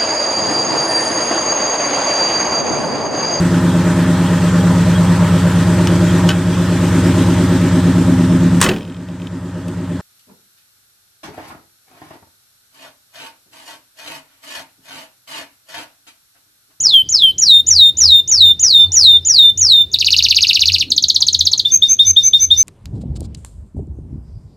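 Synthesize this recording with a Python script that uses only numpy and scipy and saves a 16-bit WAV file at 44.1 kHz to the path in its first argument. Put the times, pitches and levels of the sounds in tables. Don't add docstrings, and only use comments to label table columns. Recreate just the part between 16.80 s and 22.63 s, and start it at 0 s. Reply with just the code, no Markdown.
import sys
import numpy as np
from scipy import signal
from scipy.fft import rfft, irfft, next_fast_len
from scipy.io import wavfile
from scipy.ndimage import uniform_filter1d, minimum_filter1d

SR = 44100
rng = np.random.default_rng(int(sys.argv[2]) if len(sys.argv) > 2 else 0)


def int16_out(signal):
    q = np.round(np.clip(np.atleast_2d(signal).T, -1, 1) * 32767)
    wavfile.write(sys.argv[1], SR, q.astype(np.int16))


N = 257103
TIME = np.arange(N) / SR

# f/Hz, relative level/dB
AIR_SPECTRUM = [(25, -22), (45, -17), (65, -4), (120, -3), (200, -11), (380, -14.5), (520, -23),
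                (1000, -34.5), (2000, -36.5), (4000, -28), (6000, -39), (15000, -45)]
# peak t/s, half width/s, level/dB
DRONE_SWELLS = [(.96, 0.056, -29.5), (1.28, .06, -28.5), (1.65, 0.069, -31), (2.081, 0.034, -29),
                (2.28, .18, -36.5), (2.821, 0.057, -32.5), (3.419, 0.28, -39), (3.92, .07, -28.5),
                (4.619, 0.074, -33.5), (5.301, 0.036, -28), (5.73, 0.088, -33.5)]
# peak t/s, half width/s, rough f/Hz, level/dB
RUSTLES = [(0.101, 0.035, 980, -45.5), (1.226, 0.071, 915, -54), (1.516, 0.027, 970, -47),
           (2.052, 0.023, 1190, -48.5), (2.198, 0.16, 810, -52.5), (4.104, 0.081, 296, -40),
           (4.419, 0.024, 1010, -43), (4.74, 0.026, 1006, -45)]
# start t/s, time stretch, gain/dB, pitch shift/Hz
FAR_PEEPS = [(.24, 1.3, -44, -300), (.474, 0.87, -38, -1), (.499, 0.84, -34, -1000),
             (1.2, 1.34, -29.5, -1200), (1.985, 1, -35.5, 96), (2.044, 1.3, -36, -700),
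             (2.41, 1, -43.5, 110), (4.057, 1.37, -31, -900)]
# delay/s, level/dB
WALL_ECHOES = [(.003014, -22.5), (.004001, -13.5), (.006157, -27), (.009066, -19.5), (.0144, -21),
               (.0178, -26), (.0212, -37.5)]
# multiple of the pitch, relative level/dB
OVERTONES = [(2, -43), (3, -43.5), (4, -36)]
# f/Hz, gain/dB
BEAK_RESPONSE = [(6000, -4), (8500, 9.5), (11000, 4), (12500, 0.5), (14500, -1.5), (16000, -6.5)]

# t/s before stretching, f/Hz, level/dB
PEEP = [(0, 5230, -23), (.015, 5260, -7), (.035, 4900, -3.5), (.055, 4520, -21.5)]
SNAP = [(0, 5500, -15), (.003, 6250, -13), (.008, 6930, -12)]
DEEP_WHISTLE = [(0.025, 7060, -15.5), (0.043, 5890, -11.5), (.066, 5100, -3.5), (.089, 4374, -12),
                (.118, 3646, -12.5), (0.142, 3390, -6.5), (.148, 3252, -1.5), (.190, 3082, -3.5),
                (.231, 3077, -12.5)]
HELD_WHISTLE = [(.023, 7000, -5), (.030, 6904, -10), (.050, 5926, -0.5), (.077, 5268, -5.5),
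                (.107, 4463, -6), (.132, 3936, -0.5), (.152, 3724, -0.5), (0.181, 3637, -0.5),
                (.290, 3588, 2)]
LEAD_ARCH = [(0, 5887, -19), (.005, 6880, -32.5), (.015, 6750, -18), (.022, 5040, -12), (.031, 3700, 5.5),
             (.036, 3350, -37), (.045, 2910, -19.5), (.050, 2280, -9)]
ARCH = [(0, 3244, -37), (.002, 4295, 2), (.007, 6680, -32), (.012, 6704, -16.5), (.017, 5786, -12),
        (.029, 3890, -1.5), (.036, 3300, -14.5), (.043, 2806, -7), (.048, 2070, -19.5)]
FLICK = [(-.003, 7030, -27), (.001, 6764, -13), (.005, 6090, -10), (.009, 5510, -20), (.015, 5090, -15.5),
         (.0185, 4583, -3.5), (.0225, 3850, 1.5), (.0255, 3260, -12), (.030, 2950, -34)]
LOW_NOTE = [(0, 3094, -41), (.005, 3390, -15), (.010, 3568, -2), (.018, 3701, 2), (.030, 3663, -5.5),
            (.042, 3650, -8.5), (.056, 3634, -15.5), (.085, 3520, -27.5)]
HIGH_NOTE = [(-.022, 3940, -32.5), (0, 5320, -44.5), (.012, 5945, -30), (.030, 6160, -9),
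             (.050, 6178, -4.5), (.064, 6300, -5.5), (.074, 6220, -6.5), (.082, 6114, -13.5),
             (.090, 5707, -31)]

# start t/s, time stretch, gain/dB
DEEP_WHISTLES = [(.001, 0.97, 0.5), (0.2885, 0.99, -1)]
# start t/s, time stretch, length/s, glide gain/dB, held gain/dB, end bend/Hz
HELD_WHISTLES = [(0.581, 0.87, 0.23, -3.7, -0.2, 52.5), (0.865, 1, 0.24, -2.5, .7, 31.5),
                 (1.169, .985, 0.24, -4, 0.5, 26), (1.476, 1.034, 0.25, -4.5, 0, -12.5),
                 (1.794, 1.032, 0.26, -2.6, -1, -31), (2.119, 1.057, 0.26, -3.5, -0.3, -11.5),
                 (2.449, 1.022, 0.26, -2.5, -0.4, -34), (2.774, 1.075, 0.26, -3.1, -1.5, -28)]
# start t/s, time stretch, gain/dB
LEAD_IN = [(3.116, 0.97, -2.5)]
# start t/s, low gain/dB, low shift/Hz, high gain/dB, high shift/Hz
SEESAW_PAIRS = [(4.844, -6, -72, 1.5, 146.5), (5.016, -0.5, 6, 0, 98), (5.187, 1.5, -5, 0, 41),
                (5.359, 1, 5, -1, -7), (5.528, 0, -3, -.5, -18), (5.701, 1.5, -12.5, 1.5, -35.5)]
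ARCH_TRILL = dict(count=14, start_s=3.1857, period_s=.0587, slowing_s=.000392,
                  stretch=.96, lengthening=.0069, level_db=.26, ends_db=-2.5)
FLICK_TRILL = dict(count=12, start_s=4.1041, period_s=.0598, slowing_s=.000266,
                   stretch=.81, lengthening=.015, level_db=1.25, ends_db=-2.5)


def from_db(db):
    return 10 ** (np.asarray(db) / 20)


def rms_one(x):
    return x / np.sqrt(np.mean(x ** 2) + 1e-20)


def db_at(spectrum, hz):
    f, db = np.transpose(spectrum)
    return np.interp(np.log(hz + 1e-9), np.log(f), db)


def band_noise(low_hz, high_hz):
    sos = signal.butter(2, [low_hz, high_hz], "band", fs=SR, output="sos")
    return rms_one(signal.sosfilt(sos, rng.standard_normal(N + SR))[SR:])


def wander(length, size):
    noise = rng.standard_normal(length + 20 * size)
    slow = uniform_filter1d(uniform_filter1d(noise, size), size)
    return rms_one(slow)[size:size + length]


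def bump(peak_s, half_width_s):
    return np.exp(-((TIME - peak_s) / half_width_s) ** 2)


def add(track, start_s, sound):
    i = int(np.clip(round(start_s * SR), 0, N - 1))
    track[i:i + len(sound)] += sound[:N - i]


def garden(air_db=-42.5, drone_hz=84.4, drone_db=-47):
    air_gain = from_db(db_at(AIR_SPECTRUM, np.arange(N // 2 + 1) * SR / N))
    air = irfft(rfft(rng.standard_normal(N)) * air_gain, N)
    swell = from_db(drone_db) + sum(from_db(db) * bump(at, width) for at, width, db in DRONE_SWELLS)
    pitch = drone_hz * (1 + .0593 * wander(N, size=2000))
    drone = np.sqrt(2) * np.sin(2 * np.pi * np.cumsum(pitch) / SR)
    out = from_db(air_db) * rms_one(air) + swell * drone
    for at, width, hz, db in RUSTLES:
        out += from_db(db) * bump(at, width) * band_noise(hz / 1.39, hz * 1.11)
    return out


def far_bird():
    return repeat_note(PEEP, FAR_PEEPS)


def scatter(x, level_db, decay_s, delay_s):
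    t = np.arange(SR // 2) / SR
    tail = rng.standard_normal(len(t)) * from_db(-60 * t / decay_s) * np.clip(t / delay_s - 1, 0, 1)
    return from_db(level_db) * signal.fftconvolve(x, tail / np.linalg.norm(tail))[:N]


def porch(x, damping_hz=4400):
    walls = sum(from_db(db) * np.interp(TIME - delay, TIME, x, left=0) for delay, db in WALL_ECHOES)
    clutter = scatter(x, level_db=-11.5, decay_s=.14, delay_s=.0018)
    dull = signal.sosfilt(signal.butter(4, damping_hz, fs=SR, output="sos"), x)
    yard = scatter(dull, level_db=-25.5, decay_s=.42, delay_s=.0049)
    return x + walls + clutter + yard


def recording_hiss(notes, treble_db, middle_db):
    loudness = np.sqrt(np.abs(uniform_filter1d(notes ** 2, size=700)))
    treble = band_noise(11400, 15000) + from_db(-6.5) * band_noise(6300, 9000)
    return loudness * (from_db(treble_db) * treble + from_db(middle_db) * band_noise(450, 3400))


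def bird_note(shape, stretch, shift_hz=0, bend_hz=0, bright_db=0, waver=.005, shimmer_db=3.5):
    roughest_hz_per_s, wobble, flutter_db = 13000, .002, .89
    times, hz, db = np.transpose(shape)
    t = np.arange(0, (times[-1] - times[0]) * stretch, 1 / SR) / stretch + times[0]
    pitch_drift, level_drift = rms_one(uniform_filter1d(rng.standard_normal((2, len(t))), size=180))
    aim_hz = np.interp(t, times, hz)
    roughness = np.clip(np.abs(np.gradient(aim_hz)) * SR / roughest_hz_per_s, .1, 1)
    unsteady = waver * roughness * pitch_drift + wobble * wander(len(t), size=500)
    pitch = uniform_filter1d(aim_hz * (1 + unsteady), size=70) + shift_hz + bend_hz * t / times[-1]
    phase = 2 * np.pi * np.cumsum(pitch) / SR
    level = uniform_filter1d(np.interp(t, times, db) + shimmer_db * roughness * level_drift, size=50)
    level += flutter_db * wander(len(t), size=400)
    tone = from_db(level) * np.sin(phase)
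    for k, overtone_db in OVERTONES:
        flicker_db = 3.5 * wander(len(t), size=200)
        jitter_rad = .38 * wander(len(t), size=50)
        gain = from_db(level + overtone_db + bright_db + db_at(BEAK_RESPONSE, k * pitch) + flicker_db)
        tone += gain * (k * pitch < SR / 2) * np.sin(k * phase + jitter_rad)
    opening = np.clip((t - times[0]) / .001, 0, 1)
    closing = np.clip((times[-1] - t) / min(.006, .07 * times[-1]), 0, 1)
    return tone * opening * np.sin(np.pi / 2 * closing) ** 2


def repeat_note(shape, rows, **voice):
    out = np.zeros(N)
    for start, stretch, db, *shift_hz in rows:
        note = bird_note(shape, stretch, *shift_hz, **voice)
        add(out, start + shape[0][0] * stretch, from_db(db) * note)
    return out


def held_whistles(fade_db=-5, release_s=.0077):
    out = np.zeros(N)
    for start, stretch, length, glide_db, held_db, bend_hz in HELD_WHISTLES:
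        tone = bird_note(SNAP + HELD_WHISTLE, stretch, bend_hz=bend_hz, bright_db=3.5)
        t = np.arange(len(tone)) / SR
        effort = from_db(np.interp(t / length, [.4, .7, 1], [glide_db, held_db, held_db + fade_db]))
        add(out, start, tone * effort * np.clip((length - t) / release_s, 0, 1))
    return out


def trill(shape, count, start_s, period_s, slowing_s, stretch, lengthening, level_db, ends_db, **voice):
    k = np.arange(count)
    starts = start_s + period_s * k + slowing_s * k ** 2 / 2
    near_ends = np.linspace(-1, 1, count) ** 4
    rows = np.transpose([starts, stretch + lengthening * k, level_db + ends_db * near_ends])
    return repeat_note(shape, rows, **voice)


def seesaw(leap_after_s=.053, high_stretch=.94, rush_db=-39):
    low = [(start, 1, db, hz) for start, db, hz, _, _ in SEESAW_PAIRS]
    high = [(start + leap_after_s, high_stretch, db, hz) for start, _, _, db, hz in SEESAW_PAIRS]
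    leaps = sum(bump(start, half_width_s=.04) for start, *_ in high)
    rush = from_db(rush_db) * leaps * band_noise(3400, 6140)
    return repeat_note(LOW_NOTE, low, bright_db=.5) + repeat_note(HIGH_NOTE, high, bright_db=10.5) + rush


def scene():
    whistles = repeat_note(SNAP + DEEP_WHISTLE, DEEP_WHISTLES, bright_db=1, waver=.0071)
    whistles += held_whistles()
    arches = repeat_note(LEAD_ARCH, LEAD_IN, bright_db=3, shimmer_db=2.7)
    arches += trill(ARCH, **ARCH_TRILL, bright_db=3.5, waver=.006, shimmer_db=2)
    flicks = trill(FLICK, **FLICK_TRILL, bright_db=3.5, shimmer_db=2)
    pairs = seesaw()
    song = whistles + arches + flicks + pairs
    mid = porch(song + far_bird()) + garden()
    mid += recording_hiss(whistles + pairs, treble_db=-50, middle_db=-63.5)
    mid += recording_hiss(arches, treble_db=-31.5, middle_db=-47.5)
    mid += recording_hiss(flicks, treble_db=-36.5, middle_db=-50)
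    side = scatter(song, level_db=-26.5, decay_s=.05, delay_s=.0011)
    return np.array([mid + side, mid - side])


def limiter(x, ceiling=1.046):
    needed = np.minimum(1, ceiling / (np.abs(x).max(axis=0) + 1e-9))
    gain = uniform_filter1d(minimum_filter1d(needed, size=50), size=70)
    return np.clip(x * gain, -1, 1)


def record(dry, shift_hz=3900, below_db=-30, above_db=-35, far_below_db=-44, cutoff_hz=15700):
    limited = limiter(dry)
    treble = signal.lfilter([1, -2, 1], [1], limited)
    shiftable = signal.hilbert(treble, next_fast_len(N))[:, :N]
    shift = np.exp(2j * np.pi * shift_hz * TIME)
    shifts = from_db(below_db) / shift + from_db(above_db) * shift + from_db(far_below_db) / shift ** 2
    copies = np.real(shiftable * shifts)
    return signal.sosfilt(signal.ellip(10, .1, 80, cutoff_hz, fs=SR, output="sos"), limited + copies)


dry = scene()
out = record(dry)
int16_out(out)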